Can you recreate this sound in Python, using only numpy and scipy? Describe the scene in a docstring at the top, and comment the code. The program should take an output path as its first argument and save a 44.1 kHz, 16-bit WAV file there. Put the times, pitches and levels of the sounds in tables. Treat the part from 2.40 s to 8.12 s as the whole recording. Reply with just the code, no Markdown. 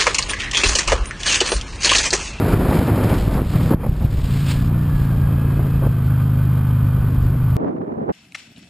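"""On wet asphalt, a small action camera on a rumbling carrier hears wind, spray and a car engine close by.
Shaped noise makes wind, spray and air; short pulses are wind thumps; unevenly paired firings make the drone.
A gain control rides the mono mix, which is stored at 12 kHz and played back in steps.
A hard cut leads to a second, stereo camera with only light wind: shaped mid and side noise, over faint hiss."""
import sys
import numpy as np
from scipy import signal
from scipy.fft import rfft, irfft
from scipy.io import wavfile

SR = 44100
rng = np.random.default_rng(int(sys.argv[2]) if len(sys.argv) > 2 else 0)


def wav_record(signal):
    """Record a signal, one row per channel, as 16-bit PCM in the file named by sys.argv[1]."""
    frames = np.transpose(np.atleast_2d(signal))
    bounded = np.clip(frames, -1, 1)
    # unit amplitude maps onto the largest positive 16-bit level
    quanta = np.round(bounded * 32767).astype(np.int16)
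    wavfile.write(sys.argv[1], SR, quanta)


N = 252252
CUT_S = 5.1671   # hard cut to the second camera


def from_db(db):
    """Decibels to gain."""
    return 10 ** (np.asarray(db) / 20)


def rms_one(x):
    """Scale to unit rms."""
    return x / np.sqrt(np.mean(x ** 2) + 1e-20)


def in_time(rows):
    """Each column of a time curve, one value a sample."""
    s, *columns = np.transpose(rows)
    return [np.interp(np.arange(N) / SR, s, column) for column in columns]


def at_hz(points, hz):
    """Read a spectrum on a log-frequency axis."""
    table_hz, table_db = np.array(points).T
    return np.interp(np.log(hz), np.log(table_hz), table_db)


def spectrum_gain(spectrum):
    """A dB spectrum as gain on the FFT bins."""
    hz = np.maximum(np.fft.rfftfreq(N, 1 / SR), 1)
    return from_db(at_hz(spectrum, hz))


def filtered(x, spectrum):
    """Apply a dB-over-Hz table as a filter without delay."""
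    return irfft(rfft(x) * spectrum_gain(spectrum), N)


def colour(x, spectrum, low_hz, high_hz):
    """Shape noise to a spectrum; the band from low to high gets rms 1."""
    hz = np.fft.rfftfreq(N, 1 / SR)
    shaped = rfft(x) * spectrum_gain(spectrum)
    band = irfft(shaped * (hz > low_hz) * (hz < high_hz), N)
    return irfft(shaped, N) / np.sqrt(np.mean(band ** 2))


def drift(rate_hz):
    """Slow random wander of spread 1: noise through a double pole at the rate."""
    step = 20   # computed on every 20th sample, then interpolated
    r = np.exp(-2 * np.pi * rate_hz * step / SR)
    noise = rng.standard_normal(N // step + 4002)
    slow = signal.lfilter([1], [1, -2 * r, r * r], noise)[4000:]   # settled part only
    return np.interp(np.arange(N) / step, np.arange(len(slow)), rms_one(slow - slow.mean()))


def eddies(spread_db, rate_hz):
    """Turbulence: white noise whose strength wanders by a spread in dB."""
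    return rng.standard_normal(N) * from_db(spread_db * drift(rate_hz))


def resonance(x, hz, width_hz):
    """Two-pole band, gain about 1 on top."""
    r = np.exp(-np.pi * width_hz / SR)
    b = np.array([1, 0, -1]) * (1 - r * r) / 2
    return signal.lfilter(b, [1, -2 * r * np.cos(2 * np.pi * hz / SR), r * r], x)


def wind_buffet(buffet_db):
    """Large slow eddies press on the microphone as deep lumpy bass."""
    # buffeting colour: f/Hz, level/dB
    deep = [(6, -22), (15, 1), (30, 2), (55, 10.5), (80, -3), (120, -17), (250, -55.5)]
    return from_db(buffet_db) * colour(eddies(2.7, 12.0), deep, 21, 79)


def wind_flutter(wind_db, buffet_db):
    """Upper-bass turbulence that follows both wind and buffeting, less than dB for dB."""
    # flutter colour: f/Hz, level/dB
    upper_bass = [(30, -28), (60, -1.5), (100, 3), (170, -2.5), (250, -8.5), (400, -29), (800, -52)]
    flutter_db = -21.5 + .62 * (wind_db + 30) + .3 * (buffet_db + 25)
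    return from_db(flutter_db) * colour(eddies(2.7, 14.6), upper_bass, 103.5, 230)


def wind_roar(wind_db):
    """Smaller, faster eddies roar in the low mids with each gust."""
    # roar colour: f/Hz, level/dB
    low_mids = [(60, -36), (150, -2.5), (300, -3), (600, -10.5), (1200, -20.5), (2400, -28.5), (5000, -67)]
    return from_db(wind_db) * colour(eddies(2.12, 63), low_mids, 337, 890)


def wind_thumps():
    """A slug of air pushes the membrane one way, with a small swing back on both sides."""
    # thumps: t/s, signed strength, width/ms
    slugs = [(0.139, -1.08, 2.1), (0.315, -0.51, 0.83), (0.392, 0.99, 2.1), (0.52, 1, 1.3),
             (0.879, 0.71, 1.45), (0.954, -0.88, 2.1), (1.019, 0.61, 0.92), (1.161, -1.23, 2.3),
             (1.315, -1.55, 0.95), (1.345, -1.8, 1.17), (1.348, 1, 2.8), (1.495, -0.93, 2.5),
             (1.65, 0.94, 1.8), (1.786, -0.41, 5), (1.845, 0.64, 3), (3.465, -0.79, 1.4)]
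    t = np.arange(N) / SR
    out = np.zeros(N)
    for s, strength, width_ms in slugs:
        near = slice(round((s - .03) * SR), round((s + .03) * SR))
        u = (t[near] - s) / (width_ms / 1000)
        push = np.exp(-u ** 2)
        swing_back = .28 * np.exp(-(u / 3) ** 2)
        out[near] += strength * (push - swing_back) / 1.046
    return out


def wind_puffs():
    """Short puffs across the microphone: noise let in and out quickly."""
    # puffs: t/s, level/dB, length/s
    bursts = [(0.301, -23, 0.019), (0.967, -29, .03), (1.304, -19.5, 0.038), (1.432, -27, 0.0214),
              (1.459, -28, 0.013), (1.605, -36.5, 0.05), (2.707, -41, 0.023), (3.189, -32.5, 0.023),
              (3.42, -29.5, 0.0547), (3.97, -44, 0.018), (4.893, -38, 0.02)]
    # puff colour: f/Hz, level/dB
    puff_spectrum = [(60, -41), (200, 0.5), (500, -3), (1100, -11.5), (1600, -21), (3000, -47)]
    edge_s = .003
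    t = np.arange(N) / SR
    gain = np.zeros(N)
    for s, db, length_s in bursts:
        inside_s = np.minimum(t - s, s + length_s - t)   # distance to the nearer end
        gain += from_db(db) * np.clip(inside_s / edge_s, 0, 1)
    return gain * colour(eddies(1.6, 82), puff_spectrum, 370, 830)


def rush(wind_db, beat, level):
    """Airy noise rises with wind and engine, breathes with the firings and rings in the engine bay."""
    # rush colour: f/Hz, level/dB
    airy = [(300, 7), (700, -1), (1200, 5), (1600, -1), (2000, -11), (3000, -14.5), (4500, -26),
            (5800, -36)]
    # engine bay resonances: f/Hz, width/Hz, level/dB
    bay = [(1180, 95, -18), (2456, 65, 4), (3172, 73, 8), (4930, 73, 6)]
    hiss = eddies(.8, 22) * from_db(2.1 * beat)
    ringing = sum(from_db(db) * resonance(hiss, hz, width_hz) for hz, width_hz, db in bay)
    gust_db = -41 + 1.18 * (wind_db + 30)   # rises faster than the wind
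    gust = from_db(gust_db + 2.7 * drift(20))
    bay_level = level * from_db(-21)
    return np.hypot(gust, bay_level) * colour(hiss + ringing, airy, 714, 1900)


def spray():
    """Treble hiss, tyre spray and air as one bright noise."""
    # strength of the treble: t/s, level/dB
    treble = [(0.0, -50.5), (0.13, -42.5), (0.22, -49.5), (0.35, -40.5), (0.5, -49.5), (0.72, -43),
              (1.05, -50.5), (1.15, -45.5), (1.345, -47.5), (1.36, -75), (1.45, -56), (1.55, -56),
              (2.001, -42.5), (2.045, -45), (2.07, -40.5), (2.11, -35.5), (2.15, -45.5), (2.22, -50),
              (2.33, -59), (2.62, -52.5), (2.86, -59), (3.3, -57), (3.5, -58), (5.17, -61)]
    # spray colour: f/Hz, level/dB
    bright = [(800, -6.5), (1800, -1.5), (2600, -0.5), (3600, -1.5), (5000, -3.5), (5800, -8)]
    spray_db, = in_time(treble)
    return from_db(spray_db) * colour(eddies(2.1, 83), bright, 3490, 4980)


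def engine():
    """Two uneven firings a cycle ring the exhaust; returns the drone, the firing beat 0-1 and the level as gain."""
    # engine run: t/s, cycles per second/Hz, level/dB
    run = [(1.0, 33, -31), (1.14, 31.2, -23.5), (1.33, 31.1, -24.5), (1.42, 30.5, -36.5), (1.86, 28.1, -29),
           (1.93, 28.0, -23), (2.11, 27.6, -21), (2.3, 29.8, -21), (2.42, 30.3, -20.5), (2.7, 27.1, -20.2),
           (3.0, 28.2, -20), (3.29, 27.3, -20.5), (3.58, 26.0, -21.5), (3.68, 25.7, -19.5),
           (4.12, 25.4, -19), (4.54, 25.3, -20), (4.93, 25.2, -22.5), (5.17, 25.15, -19.5)]
    # harmonics: multiple of the cycle, level/dB
    orders = [(1, -30), (2, -15), (3, -7), (4, -6), (5, -1.5), (6, -7), (7, -8.5), (8, -35.5), (9, -15.5),
              (10, -18.5), (11, -19.5), (12, -25.5), (13, -51.5), (14, -32), (15, -53)]
    # colour of pipe and body: f/Hz, level/dB
    pipe = [(60, 0), (90, 3.5), (120, 4), (155, 2.5), (185, -7), (213, -1.5), (240, 2.5), (300, -4.5)]
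    second_firing = .5625   # share of the cycle after the first firing
    cycle_at_cut = .205   # share of the cycle on which the cut falls
    exhaust_hz, exhaust_width_hz = 115.7, 70
    whine_order, whine_db = 58.9, -31   # multiple of the cycle; below the engine's level
    per_s, level_db = in_time(run)
    turns = np.cumsum(per_s) / SR
    cycle = 2 * np.pi * (turns - turns[round(CUT_S * SR)] + cycle_at_cut)
    out = 0
    for k, db in orders:
        hz = k * per_s
        pair = np.angle(1 + np.exp(-2j * np.pi * k * second_firing))   # phase of the two firings together
        lag = np.arctan(2 * (hz - exhaust_hz) / exhaust_width_hz)   # phase turns across the resonance
        gain = from_db(db + at_hz(pipe, hz) + .7 * drift(4))
        out = out + gain * np.cos(k * cycle + pair - lag + .1 * drift(4))
    whine = np.sin(whine_order * cycle + .9 * drift(6.4))   # a belt-driven part, slightly unsteady
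    out = out + from_db(whine_db + 2.5 * drift(18)) * whine
    fade_in = np.clip((np.arange(N) / SR - run[0][0]) / .023, 0, 1)
    level = fade_in * from_db(level_db)
    beat = fade_in * (.5 + .5 * np.cos(2 * cycle - 1.2))   # two swells a cycle
    return np.sqrt(2) * level * out, beat, level


def whistle():
    """A faint wavering tone: noise through two equal narrow resonances."""
    # whistle strength: t/s, level/dB
    tone = [(2.8, -78), (2.92, -51.5), (3.5, -61), (4.0, -85)]
    hz, width_hz = 2575, 30
    whistle_db, = in_time(tone)
    once = resonance(rng.standard_normal(N), hz, width_hz)
    return from_db(whistle_db) * rms_one(resonance(once, hz, width_hz))


def first_camera():
    """Wind, engine and car noise add up in one microphone."""
    # gusts past the microphone, as the strength of their roar: t/s, level/dB
    gusts = [(0.0, -24.5), (0.14, -23.5), (0.16, -24.5), (0.29, -25.5), (0.32, -20.5), (0.39, -22),
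             (0.45, -24.5), (0.6, -23.5), (0.67, -24.5), (0.73, -22), (0.82, -33.5), (0.97, -27),
             (1.09, -40.5), (1.16, -28.5), (1.22, -32.5), (1.34, -31), (1.362, -36.5), (1.41, -33),
             (1.45, -33), (1.49, -40), (1.56, -41), (1.66, -37.5), (1.8, -40), (2.6, -41.5), (3.27, -36.5),
             (3.36, -42.5), (4.3, -46), (4.8, -40.5), (5.17, -43.5)]
    # deep buffeting, which comes and goes more slowly: t/s, level/dB
    buffeting = [(0.0, -32), (0.2, -21.5), (0.45, -41), (0.8, -19.5), (1.2, -24), (1.33, -20.5),
                 (1.5, -23.5), (1.8, -20.5), (2.1, -22), (2.25, -18.5), (2.35, -24), (2.6, -26),
                 (2.85, -23), (3.15, -27.5), (3.4, -21), (3.7, -34), (4.2, -36.5), (4.8, -21.5),
                 (5.17, -26.5)]
    wind_db, = in_time(gusts)
    buffet_db, = in_time(buffeting)
    drone, beat, level = engine()
    wind = wind_buffet(buffet_db) + wind_flutter(wind_db, buffet_db) + wind_roar(wind_db)
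    wind = wind + wind_thumps() + wind_puffs()
    return wind + rush(wind_db, beat, level) + spray() + drone + whistle()


def gain_control(x, knee_db, release_db_per_s):
    """Peaks over the knee pull the gain down within milliseconds; it climbs back steadily in dB."""
    ramp = release_db_per_s * np.arange(N) / SR
    over = np.maximum(20 * np.log10(np.abs(x) + 1e-9) - knee_db, 0)
    cut_db = np.maximum.accumulate(over + ramp) - ramp
    smooth_db = signal.lfilter([.003], [1, -.997], cut_db)   # about 8 ms
    return x * from_db(-smooth_db)


def stepped_playback(x):
    """Stored at 12 kHz, each sample held for four steps at 48 kHz: mirror images appear around 12 kHz."""
    store_edge_hz, playback_edge_hz = 5590, 15300
    x = signal.sosfilt(signal.butter(8, store_edge_hz, fs=SR, output="sos"), x)
    stored = signal.resample_poly(x, 40, 147)
    held = np.repeat(stored, 4)
    steps = signal.resample_poly(held, 147, 160)[:N]
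    return signal.sosfilt(signal.ellip(12, .3, 60, playback_edge_hz, fs=SR, output="sos"), steps)


def breeze(low_db):
    """Light wind in one channel; its crackle rises faster than its rumble."""
    # rumble colour: f/Hz, level/dB
    rumble_spectrum = [(24, -76.5), (40, -23.5), (236, -2.5), (283, -4.5), (446, -10.5), (527, -15),
                       (806, -22.5), (1500, -63), (1950, -83.5), (3300, -120)]
    # crackle colour: f/Hz, level/dB
    crackle_spectrum = [(500, 1.5), (1000, 2.5), (2000, -14.5), (4000, -34.5), (8000, -60), (15000, -59)]
    crackle_db = -53.5 + 1.73 * (low_db + 28)
    rumble = from_db(low_db) * colour(eddies(2.0, 35), rumble_spectrum, 100, 800)
    crackle = from_db(crackle_db) * colour(eddies(4.3, 80), crackle_spectrum, 1130, 4000)
    return rumble + crackle


def second_camera():
    """Light wind on a microphone pair, strongest out of phase near 1 kHz, without the deepest bass."""
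    # wind strength: t/s, level/dB
    strength = [(5.168, -26.5), (5.184, -28), (5.205, -24), (5.29, -23), (5.35, -30.5), (5.42, -27.5),
                (5.46, -31), (5.5, -28.5), (5.56, -28.5), (5.63, -27.5), (5.67, -30), (5.7, -19),
                (5.72, -29.5)]
    # side minus mid: f/Hz, level/dB
    side_balance = [(60, -5), (110, -5), (200, -9.5), (380, 1), (700, 9), (1290, 9), (2380, 4), (4400, -1),
                    (8120, -4), (15000, -3)]
    # left minus right: f/Hz, level/dB
    left_balance = [(60, -3), (110, 3.5), (200, 3.5), (380, -5.5), (700, -2.5), (1290, -3), (2380, -4.5),
                    (4400, -1), (8120, -1), (15000, -2)]
    low_db, = in_time(strength)
    mid = breeze(low_db)
    side = filtered(breeze(low_db), side_balance)
    half = np.array(left_balance) * [1, .5]   # half the difference to each channel
    left = filtered(mid + side, half)
    right = filtered(mid - side, half * [1, -1])
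    return signal.sosfilt(signal.butter(3, 79, "high", fs=SR, output="sos"), np.array([left, right]))


def preamp_hiss():
    """Faint white noise, independent in each channel."""
    return from_db(-74) * rng.standard_normal((2, N))


def scene():
    """The two shots joined by a hard cut."""
    first = stepped_playback(gain_control(first_camera(), knee_db=-4.5, release_db_per_s=45))
    second = second_camera() + preamp_hiss()
    return np.where(np.arange(N) < CUT_S * SR, first, second)


def record(dry):
    """The top above 15.7 kHz is cut, then full scale clips."""
    top_cut = signal.ellip(12, .3, 80, 15700, fs=SR, output="sos")
    return np.clip(signal.sosfilt(top_cut, dry), -1, 1)


dry = scene()
out = record(dry)
wav_record(out)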